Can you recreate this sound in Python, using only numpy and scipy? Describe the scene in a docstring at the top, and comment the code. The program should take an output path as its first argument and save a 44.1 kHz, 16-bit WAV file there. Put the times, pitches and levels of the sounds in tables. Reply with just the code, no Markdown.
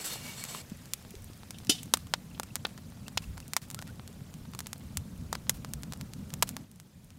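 """Twig fire with an iron stand, a pot and oil.

Flames flutter and hiss as shaped noise outdoors, under filtered-pulse snaps, ticks and soft echoes
of some snaps (grainy noise). An iron stand drags over sticks (gritty noise, rod resonances), then a
metal pot rings as it is set down. Low sines thump; gliding sines are oil drips and bottle glugs.
Near the end the microphone is suddenly farther off: flames, hiss and ticks drop.
"""
import sys
import numpy as np
from scipy import signal
from scipy.fft import rfft, irfft
from scipy.io import wavfile
from scipy.ndimage import uniform_filter1d

SR = 44100
rng = np.random.default_rng(int(sys.argv[2]) if len(sys.argv) > 2 else 0)


def unload_wav(signal):
    """Save mono or channel-first audio to the path in sys.argv[1] as 16-bit WAV at rate SR, clipped to [-1, 1]."""
    wavfile.write(
        sys.argv[1],
        SR,
        np.round(np.clip(np.atleast_2d(signal).T, -1, 1) * 32767).astype(np.int16),
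    )


N = 316902


def gain_of(db):
    """Decibels to an amplitude factor."""
    return 10 ** (np.asarray(db) / 20)


def evened(x):
    """Scales to rms 1."""
    return x / np.sqrt(np.mean(x ** 2) + 1e-20)


def read(points, hz):
    """Reads a spectrum table on a log-frequency axis."""
    point_hz, value = np.transpose(points)
    return np.interp(np.log(hz + 1), np.log(point_hz + 1), value)


def steps(times_s, values):
    """Straight lines through points in time, sample by sample."""
    return np.interp(np.arange(N) / SR, times_s, values)


def curve(rows, index):
    """One column of a time table, sample by sample."""
    rows = np.array(rows)
    return steps(rows[:, 0], rows[:, index])


def add(mix, start_s, sound):
    """Mixes a sound in at start_s."""
    part = mix[round(start_s * SR):][:len(sound)]
    part += sound[:len(part)]


def noise(spectrum, patchy_db, flicker_db, size, count=9):
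    """Random short-time spectra: drifting patches, count bins wide, and a flicker common to all bins."""
    hz = np.fft.rfftfreq(size, 1 / SR)
    real, imag, patches = rng.standard_normal((4 * N // size + 5, len(hz), 3)).T
    flicker = evened(uniform_filter1d(patches[0], size=2))
    patches = uniform_filter1d(patches, size=count, axis=0)
    patches = evened(uniform_filter1d(patches, size=4, axis=1))
    patches = np.clip(patches, -2, 2)
    level_db = read(spectrum, hz)[:, None] + patchy_db * patches + flicker_db * flicker
    frames = (real + 1j * imag) * gain_of(level_db)
    return evened(signal.istft(frames, nperseg=size, noverlap=3 * size // 4)[1][:N])


DIP_S, DIP_DEEPEST_S, DIP_END_S, DIP_DB = 3.53, 3.6, 3.63, -15
DIP_HISS_SHARE = 0.49  # share of DIP_DB
FAR_S, FAR_FADE_S, FAR_DB, FAR_HISS_DB = 6.62, 0.061, -11.5, -6


def roar_db(dip_db, far_db):
    """A brief dip in level; later the step down as the microphone is farther off."""
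    dip = steps([DIP_S, DIP_DEEPEST_S, DIP_END_S], [0, dip_db, 0])
    return dip + steps([FAR_S, FAR_S + FAR_FADE_S], [0, far_db])


HISS_NEAR_DB, HISS_DB, HISS_SETTLE_S = -51.5, -59, 1


def hiss_db():
    """Hiss level: strong close to the fire, settling exponentially as the microphone backs off."""
    settle = np.exp(-np.arange(N) / SR / HISS_SETTLE_S)
    return HISS_DB + (HISS_NEAR_DB - HISS_DB) * settle + roar_db(DIP_HISS_SHARE * DIP_DB, FAR_HISS_DB)


# Flame level before dip and distance. Each row: time in seconds, flutter in dB, deep gusts in dB.
FLAMES = [(0, -59, -63), (.24, -48, -60), (.62, -53, -65), (1.08, -52.5, -50.5), (1.9, -48, -55.5),
          (3.05, -47, -58), (3.3, -47, -44), (3.5, -47.5, -57.5), (4.7, -47, -53.5), (5, -46, -49),
          (5.3, -45, -52), (5.75, -44, -50), (6.6, -44, -55), (7.19, -44, -46)]
# Spectra of flutter, gusts and hiss. Each row: frequency in Hz, relative density in dB per Hz.
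FLUTTER = [(20, -50), (60, -16), (136, 1.5), (229, -3.5), (341, -21.5), (597, -25.5), (826, -29),
           (1500, -34.5), (2200, -67)]
GUSTS = [(12, -27), (25, 3), (45, 1.5), (90, 12), (200, -35.5)]
HISS = [(240, 0.5), (400, -0.5), (1000, -8), (2400, -9), (7000, -11.5), (13700, -15.5), (15600, -18),
        (16000, -51)]


def flames():
    """Burning gas as three shaped noises: lumpy low flutter, deeper gusts, smooth hiss."""
    flutter = gain_of(curve(FLAMES, index=1)) * noise(FLUTTER, patchy_db=1.5, flicker_db=1.5, size=1024)
    gusts = gain_of(curve(FLAMES, index=2)) * noise(GUSTS, patchy_db=3.5, flicker_db=2.5, size=4096)
    low = (flutter + gusts) * gain_of(roar_db(DIP_DB, FAR_DB))
    hiss = gain_of(hiss_db()) * noise(HISS, patchy_db=2.5, flicker_db=-0.3, size=512)
    return low + hiss


def jerk(length_s):
    """Envelope of a jerk: catches fast, lets go slowly."""
    return np.sin(np.pi * np.linspace(0, 1, round(length_s * SR)) ** 0.52)


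SLIDE_DB, SLIDE_END_S, LIFT_S = -50, 0.624, 0.0078  # steady slide under the jerks
BRIGHT_DB, BRIGHT_PER_DB = -3, 0.48  # harder jerks are brighter


def lift():
    """Fades the rubbing out as the slide ends."""
    return steps([SLIDE_END_S - LIFT_S, SLIDE_END_S], [1, 0])


# Jerks of the stand over sticks.
# Each row: start in seconds, length in seconds, level in dB, centre of the rods' response in Hz.
JERKS = [(0, .05, -50.5, 5000), (0.041, 0.07, -40, 7800), (0.099, 0.086, -43.5, 4000),
         (0.242, .11, -52.5, 2620), (0.372, 0.069, -55, 5000), (0.483, 0.056, -49, 5600),
         (0.536, .08, -52, 3800)]
# Spectrum of sticks and ash. Each row: frequency in Hz, relative density in dB per Hz.
RUSTLE = [(180, -41), (320, 1), (2000, -1), (5190, 0), (7760, -2), (14200, -4.5), (15600, -22),
          (16000, -45)]


def drag():
    """Gritty rustle of sticks and ash; the rubbed iron adds many thin, short-lived lines."""
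    rustle = noise(RUSTLE, patchy_db=2.5, flicker_db=2, size=256)
    grit = evened(rustle * gain_of(3.5 * rng.standard_normal(N)))
    grit += gain_of(-1.5) * noise(RUSTLE, patchy_db=5, flicker_db=0, size=2048, count=2)
    bright = signal.lfilter(*signal.butter(2, 7000, "high", fs=SR), grit) / grit.std()
    push = np.ones(N)
    for start_s, length_s, db, _ in JERKS:
        add(push, start_s, gain_of(db - SLIDE_DB) * jerk(length_s))
    rub = evened(grit) + (gain_of(BRIGHT_DB) * push ** BRIGHT_PER_DB - 1) * bright
    return gain_of(SLIDE_DB) * push * lift() * rub


# Modes of the stand. Each row: frequency in Hz, bandwidth in Hz, level in dB.
RODS = [(2260, 19, -6), (2830, 42, -8.5), (3610, 43, -10), (4320, 26, -6.5), (5140, 37, -20),
        (5900, 59, -16), (7160, 110, -13), (7800, 490, -1.5), (7700, 60, -23)]
SING_DB, SING_SCATTER_DB = -6.5, 3.5  # rod modes under the steady slide, re SLIDE_DB
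REACH_OCTAVES = 0.85


def squeals():
    """Friction noise through rod modes: all wax and wane; each jerk favours modes near its centre."""
    out, span = np.zeros(N), round(SLIDE_END_S * SR)
    rubs, wander = rng.standard_normal((2, len(RODS), span + 4000))
    for (hz, width_hz, mode_db), rub, slow in zip(RODS, rubs, wander):
        scatter_db = SING_SCATTER_DB * evened(uniform_filter1d(slow, size=3000))
        drive = gain_of(SLIDE_DB + SING_DB + scatter_db)[:span]
        for start_s, length_s, db, centre_hz in JERKS:
            favour = np.exp(-(np.log2(hz / centre_hz) / REACH_OCTAVES) ** 2)
            add(drive, start_s, favour * gain_of(db) * jerk(length_s))
        ring = signal.lfilter(*signal.iirpeak(hz, hz / width_hz, SR), rub)[4000:]  # skips the onset
        out[:span] += gain_of(mode_db) * drive * evened(ring)
    return out * lift()


# Colour of an average snap. Each row: frequency in Hz, level in dB.
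CRACK = [(60, -17), (250, -5), (1400, 1), (2600, 0.5), (4300, 2.5), (5800, 0), (7000, 0), (7800, -2.5),
         (11000, -8), (14000, -10.5), (16000, -13.5)]


def crack(bass_db, treble_db):
    """A causal (minimum-phase) pressure pulse of peak 1, going negative first."""
    hz = np.fft.rfftfreq(1024, 1 / SR)
    tilt_db = read([(350, bass_db - 3.5), (900, bass_db), (2500, 0), (4500, 0), (9000, treble_db)], hz)
    cepstrum = irfft(np.log(gain_of(read(CRACK, hz) + tilt_db)))
    # folding the cepstrum makes the phase minimum
    cepstrum[1:512] *= 2
    cepstrum[513:] = 0
    pulse = irfft(np.exp(rfft(cepstrum)))[:512]
    return -pulse / abs(pulse).max()


BOUNCE_S, BOUNCE_SPREAD_S, BOUNCE_DB = .004, .0004, -13  # ground reflection


def snap(bass_db, treble_db, splinter_db, chance):
    """A crack, its ground bounce, and a dying spray of splinters and reflections off nearby sticks."""
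    t = np.arange(chance.shape[1]) / SR
    decay = gain_of(-60 * t / 0.007) + gain_of(-12 - 60 * t / 0.03) + gain_of(-32 - 60 * t / 0.09)
    spray = chance[0] * gain_of(4.0 * chance[1]) * decay
    spray = spray * (t > .00012)
    spray *= gain_of(splinter_db) / np.linalg.norm(spray)
    spray[0] = 1
    bounce_s = BOUNCE_S + BOUNCE_SPREAD_S * chance[0, 0]
    spray[round(bounce_s * SR)] += gain_of(BOUNCE_DB)
    return signal.fftconvolve(spray, crack(bass_db, treble_db))


# Pockets of sap bursting. Each row: time in seconds, peak of the crack in dB, bass in dB,
# treble in dB, splinters in dB re the crack.
SNAPS = [(0.4396, -14, 0, 13, -2), (0.452, -22, -2, 4, -8), (0.548, -29.5, 14, -2, 8),
         (0.6988, -33, -14, 5, -2), (0.8573, -28.5, -4, 7, -12), (0.9362, -23.5, 5, 6, 2.5),
         (0.9358, -8, -28, 9.5, -4.5), (1.107, -32.5, -13, 12, 4), (1.1538, -30, -10, 1, -8),
         (1.2438, -33.5, -11, 30, 1), (1.3338, -35.5, -12, -2, -14), (1.5074, -21, 2.5, 6.5, 2.5),
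         (1.5856, -34.5, -20, 6.5, 8.5), (1.649, -27, 0, 8, -8), (1.6707, -29, -13, -1, 2),
         (1.8321, -22.5, -18, 13, 1), (1.8586, -31, 8, 12, -11), (1.9383, 3.5, 3.5, 5, 1),
         (1.9722, -20.5, 11.5, 10.5, 4), (2.07, -37, 10, 3, 6), (2.1383, -4.5, 5.5, -7, -3.5),
         (2.3986, -10, 15, 7, -7.5), (2.433, -20, 12, 7.5, 1.5), (2.5565, -6.5, 1, 9.5, -11),
         (2.5652, -24.5, 6, -2, -7), (2.6501, -24, 14, -7, 10), (2.653, -13.5, -6, -42, -2.5),
         (2.6686, -24, 17, 11, -6), (2.7776, -33, 7, 1.5, 5.5), (3.082, -20, 7.5, 4, -6),
         (3.1745, -11, 10, -1, -4), (3.1769, -10.5, -17.5, -8.5, -2.5), (3.3732, -35, 12, -8, -1),
         (3.3787, -25.5, 15.5, 5.5, -2), (3.403, -24.5, 1.5, 6, -7), (3.4807, -26.5, -9, 15, -11),
         (3.5351, -9.5, 0.5, 5.5, -4.5), (3.566, -5.5, 3, 4.5, 4), (3.7026, -19, 1, 10, -7),
         (3.7125, -20, 4, 10, -10), (3.7465, -15, 4, 9, -10), (3.791, -20.5, 7, -1, -11),
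         (3.817, -25, 7, 8, -7), (3.8245, -22.5, 10, 2, -7), (3.877, -28.5, 9, 7, -7),
         (3.9965, -30, 12, -26, -14), (4.0772, -25.5, -5, 7, -6), (4.3403, -31, -1, 5, 1.5),
         (4.536, -29, 7, -4, -0.5), (4.5493, -25, 10, 4, 1), (4.5911, -14, 4, 8, -4),
         (4.6051, -16.5, 7.5, 5.5, -4.5), (4.6608, -30.5, 8, -11, -3), (4.6692, -20, 2, 9, 1.5),
         (4.7313, -14, 4, 6.5, -6), (4.972, -8, -1.5, 9, -1.5), (5.3286, -16.5, 13, 2, 6.5),
         (5.35, -30, -13, -5, -2), (5.3534, -16, 8.5, -3, -5), (5.4955, -2, 5.5, 10.5, 3.5),
         (5.6477, -20.5, 14.5, 2, -10), (5.7365, -11.5, -1, 12, -8), (5.8341, -19, 3, 4, -13),
         (5.9236, -19.5, 7, 3, -7), (5.9355, -19.5, 7, 3.5, -8), (6.012, -21, 4, 2, -7),
         (6.1359, -23, -7, 3, -11), (6.3044, -28.5, 0, 1, -8), (6.339, -14.5, -2, 7.5, -4),
         (6.4251, -1, 10.5, 6, -0.5), (6.4282, 0, 8, 13.5, -7), (6.431, -11, 9, -8, -15),
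         (6.4915, -12.5, -2, 12, -12), (6.5671, -16, 11.5, 4, -5.5), (6.7149, -36.5, -14, 13, 0),
         (6.7599, -38, -16, 11, -10), (6.8002, -27, 2, 6, -10), (7.1047, -35, 2, 3, -4)]
TICK_DB, TICK_SPREAD_DB, TICKS_PER_S = 16, 3.1, 14  # TICK_DB is re the hiss level


def snaps():
    """Distinct bursts over a random scatter of faint ticks in four colours."""
    out = np.zeros(N)
    chance = rng.standard_normal((len(SNAPS), 2, 2600))
    for (peak_s, db, *shape), row in zip(SNAPS, chance):
        add(out, peak_s - .00008, gain_of(db) * snap(*shape, row))
    spread_db = TICK_SPREAD_DB * np.minimum(rng.exponential(1, N), 3)
    size = gain_of(hiss_db() + TICK_DB + spread_db)
    kind = np.where(rng.random(N) < TICKS_PER_S / SR, rng.integers(0, 4, N), -1)  # -1: no tick
    for k, (bass_db, treble_db) in enumerate([(13, -17), (-7, 8.0), (-2, 19), (-15, 23)]):
        tick = snap(bass_db, treble_db, -18, rng.standard_normal((2, 800)))
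        out += signal.oaconvolve(size * (kind == k), tick)[:N]
    return out


# Dull bumps of feet and wood, and buffets of hot air.
# Each row: start in seconds, envelope peak in dB, frequency in Hz, decay constant t60 in seconds.
THUMPS = [(0.718, -29, 190, 0.018), (1.14, -40.5, 390, 0.021), (1.3, -36.5, 250, 0.0047),
          (1.867, -37, 242, 0.017), (.158, -32, 815, 0.0029), (3.25, -42, 59.5, 0.25),
          (4.974, -31.5, 86, 0.087), (5.188, -36, 79, 0.05), (5.541, -44, 53.6, 0.077),
          (5.735, -40, 63, 0.16)]


def thumps():
    """Decaying low sines with a soft onset."""
    out, t = np.zeros(N), np.arange(6000) / SR
    for start_s, db, hz, t60_s in THUMPS:
        shape = t / t60_s * gain_of(-60 * t / t60_s)
        add(out, start_s, gain_of(db) * shape / shape.max() * np.sin(2 * np.pi * hz * t))
    return out


# Modes of the pot. Each row: frequency in Hz, level in dB, t60 in seconds.
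POT = [(285, -0.5, 0.053), (440, -17.5, 0.094), (728, -11.5, 0.075), (1370, -18.5, 0.056),
       (1730, -17, 0.058), (2686, -10, .1), (2850, -11, .08), (3015, -3, .11), (3150, -6, .08),
       (3365, -3, .08), (3661, 0, .085), (4037, -13, .1), (4330, -5, .075), (4735, -9, .08),
       (4996, -6, .11), (5114, -5, .08), (5340, -4, .08), (5700, -3, 0.057), (6000, -1.5, 0.076),
       (6920, -11, 0.0815), (6530, -9, 0.054), (7150, -6.5, 0.084), (7600, -13, .05), (8350, -13, 0.058),
       (8930, -18, .09), (9880, -3.5, 0.066), (10580, -10, 0.097), (12230, -15, 0.094), (13230, -30, 0.088),
       (15300, -20, .06)]
# Contacts of pot and stand. Each row: start in seconds, level in dB, hardness as a cutoff in Hz,
# rise in seconds, ring time as a factor on t60 (at most 1).
KNOCKS = [(1.542, -47, 3300, 0.0035, 0.96), (1.6933, -19.5, 14300, 0.0046, 1),
          (1.712, -26, 7000, 0.012, 0.7), (1.743, -35, 6000, 0.014, 0.75), (1.775, -34, 5000, 0.021, 0.71),
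          (2.345, -48, 4200, 0.0033, .45)]


def pot():
    """Each contact swells briefly and rings the same modes; soft contacts miss the high ones."""
    out, t = np.zeros(N), np.arange(9000) / SR
    hz, mode_db, t60_s = np.transpose(POT)[:, :, None]
    chance = rng.standard_normal((len(KNOCKS), len(POT) + 1, len(t)))
    phases = rng.random((len(KNOCKS), len(POT), 1))
    for knock, (fuzz, *wobble), phase in zip(KNOCKS, chance, phases):
        start_s, db, hard_hz, rise_s, ring_time = knock
        # the pot keeps rocking on the stand, so every mode is driven and damped unevenly
        uneven = 1 + .6 * evened(uniform_filter1d(np.array(wobble), size=250, axis=1))
        decay = gain_of(mode_db - 60 * t / (t60_s * min(ring_time, 1)))
        modes = decay * np.sin(2 * np.pi * (hz * t + phase))
        ring = (uneven * modes / (1 + (hz / hard_hz) ** 4)).sum(0)
        # the many weak modes of the wall blur into a noisy ring
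        blur = fuzz * (gain_of(6.0 - 60 * t / 0.06) + gain_of(-18.5 - 60 * t / 0.47))
        band_hz = [2600, min(0.67 * hard_hz + 1500, 16000)]
        blur = signal.sosfilt(signal.butter(2, band_hz, "band", fs=SR, output="sos"), blur)
        rise = np.sin(np.pi / 2 * np.minimum(t / rise_s, 1)) ** 2
        add(out, start_s, gain_of(db) * (ring + blur) * rise)
    return out


# Soft diffuse puffs, most about 45 ms after a snap like a distant reflection; the one at 3.867 s sits among the
# bottle glugs. # Each row: start in seconds, level in dB, top of the band in Hz.
ECHOES = [(1.987, -55.5, 8000), (2.682, -57, 4500), (3.217, -51, 8850), (3.614, -51, 9800),
          (3.867, -55.5, 3970), (5.539, -52, 14000), (6.47, -48, 12000)]
ECHO_S, ECHO_LOW_HZ = 0.054, 950  # ECHO_S scales the envelope


def echoes():
    """Grainy band noise that swells quickly and dies."""
    out, u = np.zeros(N), np.arange(8000) / SR / ECHO_S
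    shape = np.minimum(u / 0.074, 1) * np.exp(-(1.5 * u) ** 2)
    chance = rng.standard_normal((len(ECHOES), 2, 8000))
    for (start_s, db, top_hz), (hiss, grains) in zip(ECHOES, chance):
        band = signal.butter(1, [ECHO_LOW_HZ, top_hz], "band", fs=SR)
        grain = signal.lfilter(*band, hiss * gain_of(7.4 * grains))
        add(out, start_s, gain_of(db) * evened(grain) * shape)
    return out


# Oil drips into the pot. Each row: start in seconds, peak in dB.
DRIPS = [(2.31, -53), (2.503, -50), (3.063, -46), (3.238, -44.5), (3.424, -51.5)]
DRIP_HZ, DRIP_END_HZ, DRIP_S = 2650, 2760, 0.0087
# Glugs in the bottle.
# Each row: start in seconds, peak in dB, start pitch in Hz, end pitch in Hz, length in seconds.
GLUGS = [(3.763, -51, 1230, 1500, 0.038), (3.782, -49, 1570, 1370, 0.028),
         (3.878, -51.5, 1275, 1650, 0.038)]


def bubbles():
    """Short soft sines whose pitch slides as the bubble changes size and depth."""
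    out = np.zeros(N)
    drips = [(*drip, DRIP_HZ, DRIP_END_HZ, DRIP_S) for drip in DRIPS]
    for start_s, db, start_hz, end_hz, length_s in drips + GLUGS:
        hz = np.linspace(start_hz, end_hz, round(length_s * SR))
        tone = np.sin(2 * np.pi * np.cumsum(hz) / SR)
        add(out, start_s, gain_of(db) * np.hanning(len(hz)) * tone)
    return out


def scene():
    """Sum of all sources, one channel."""
    fire = snaps() + echoes() + flames()
    stand = drag() + squeals()
    return (fire + stand + pot() + thumps() + bubbles())[None]


EDGE_HZ = 16100


def record(dry):
    """The converter overloads on the loudest cracks; then a low-pass limits the band."""
    clipped = np.clip(dry, -.92, .92)
    lowpass = signal.firwin(255, EDGE_HZ, window=("kaiser", 9), fs=SR)
    return signal.oaconvolve(clipped, lowpass[None], "same")


dry = scene()
out = record(dry)
unload_wav(out)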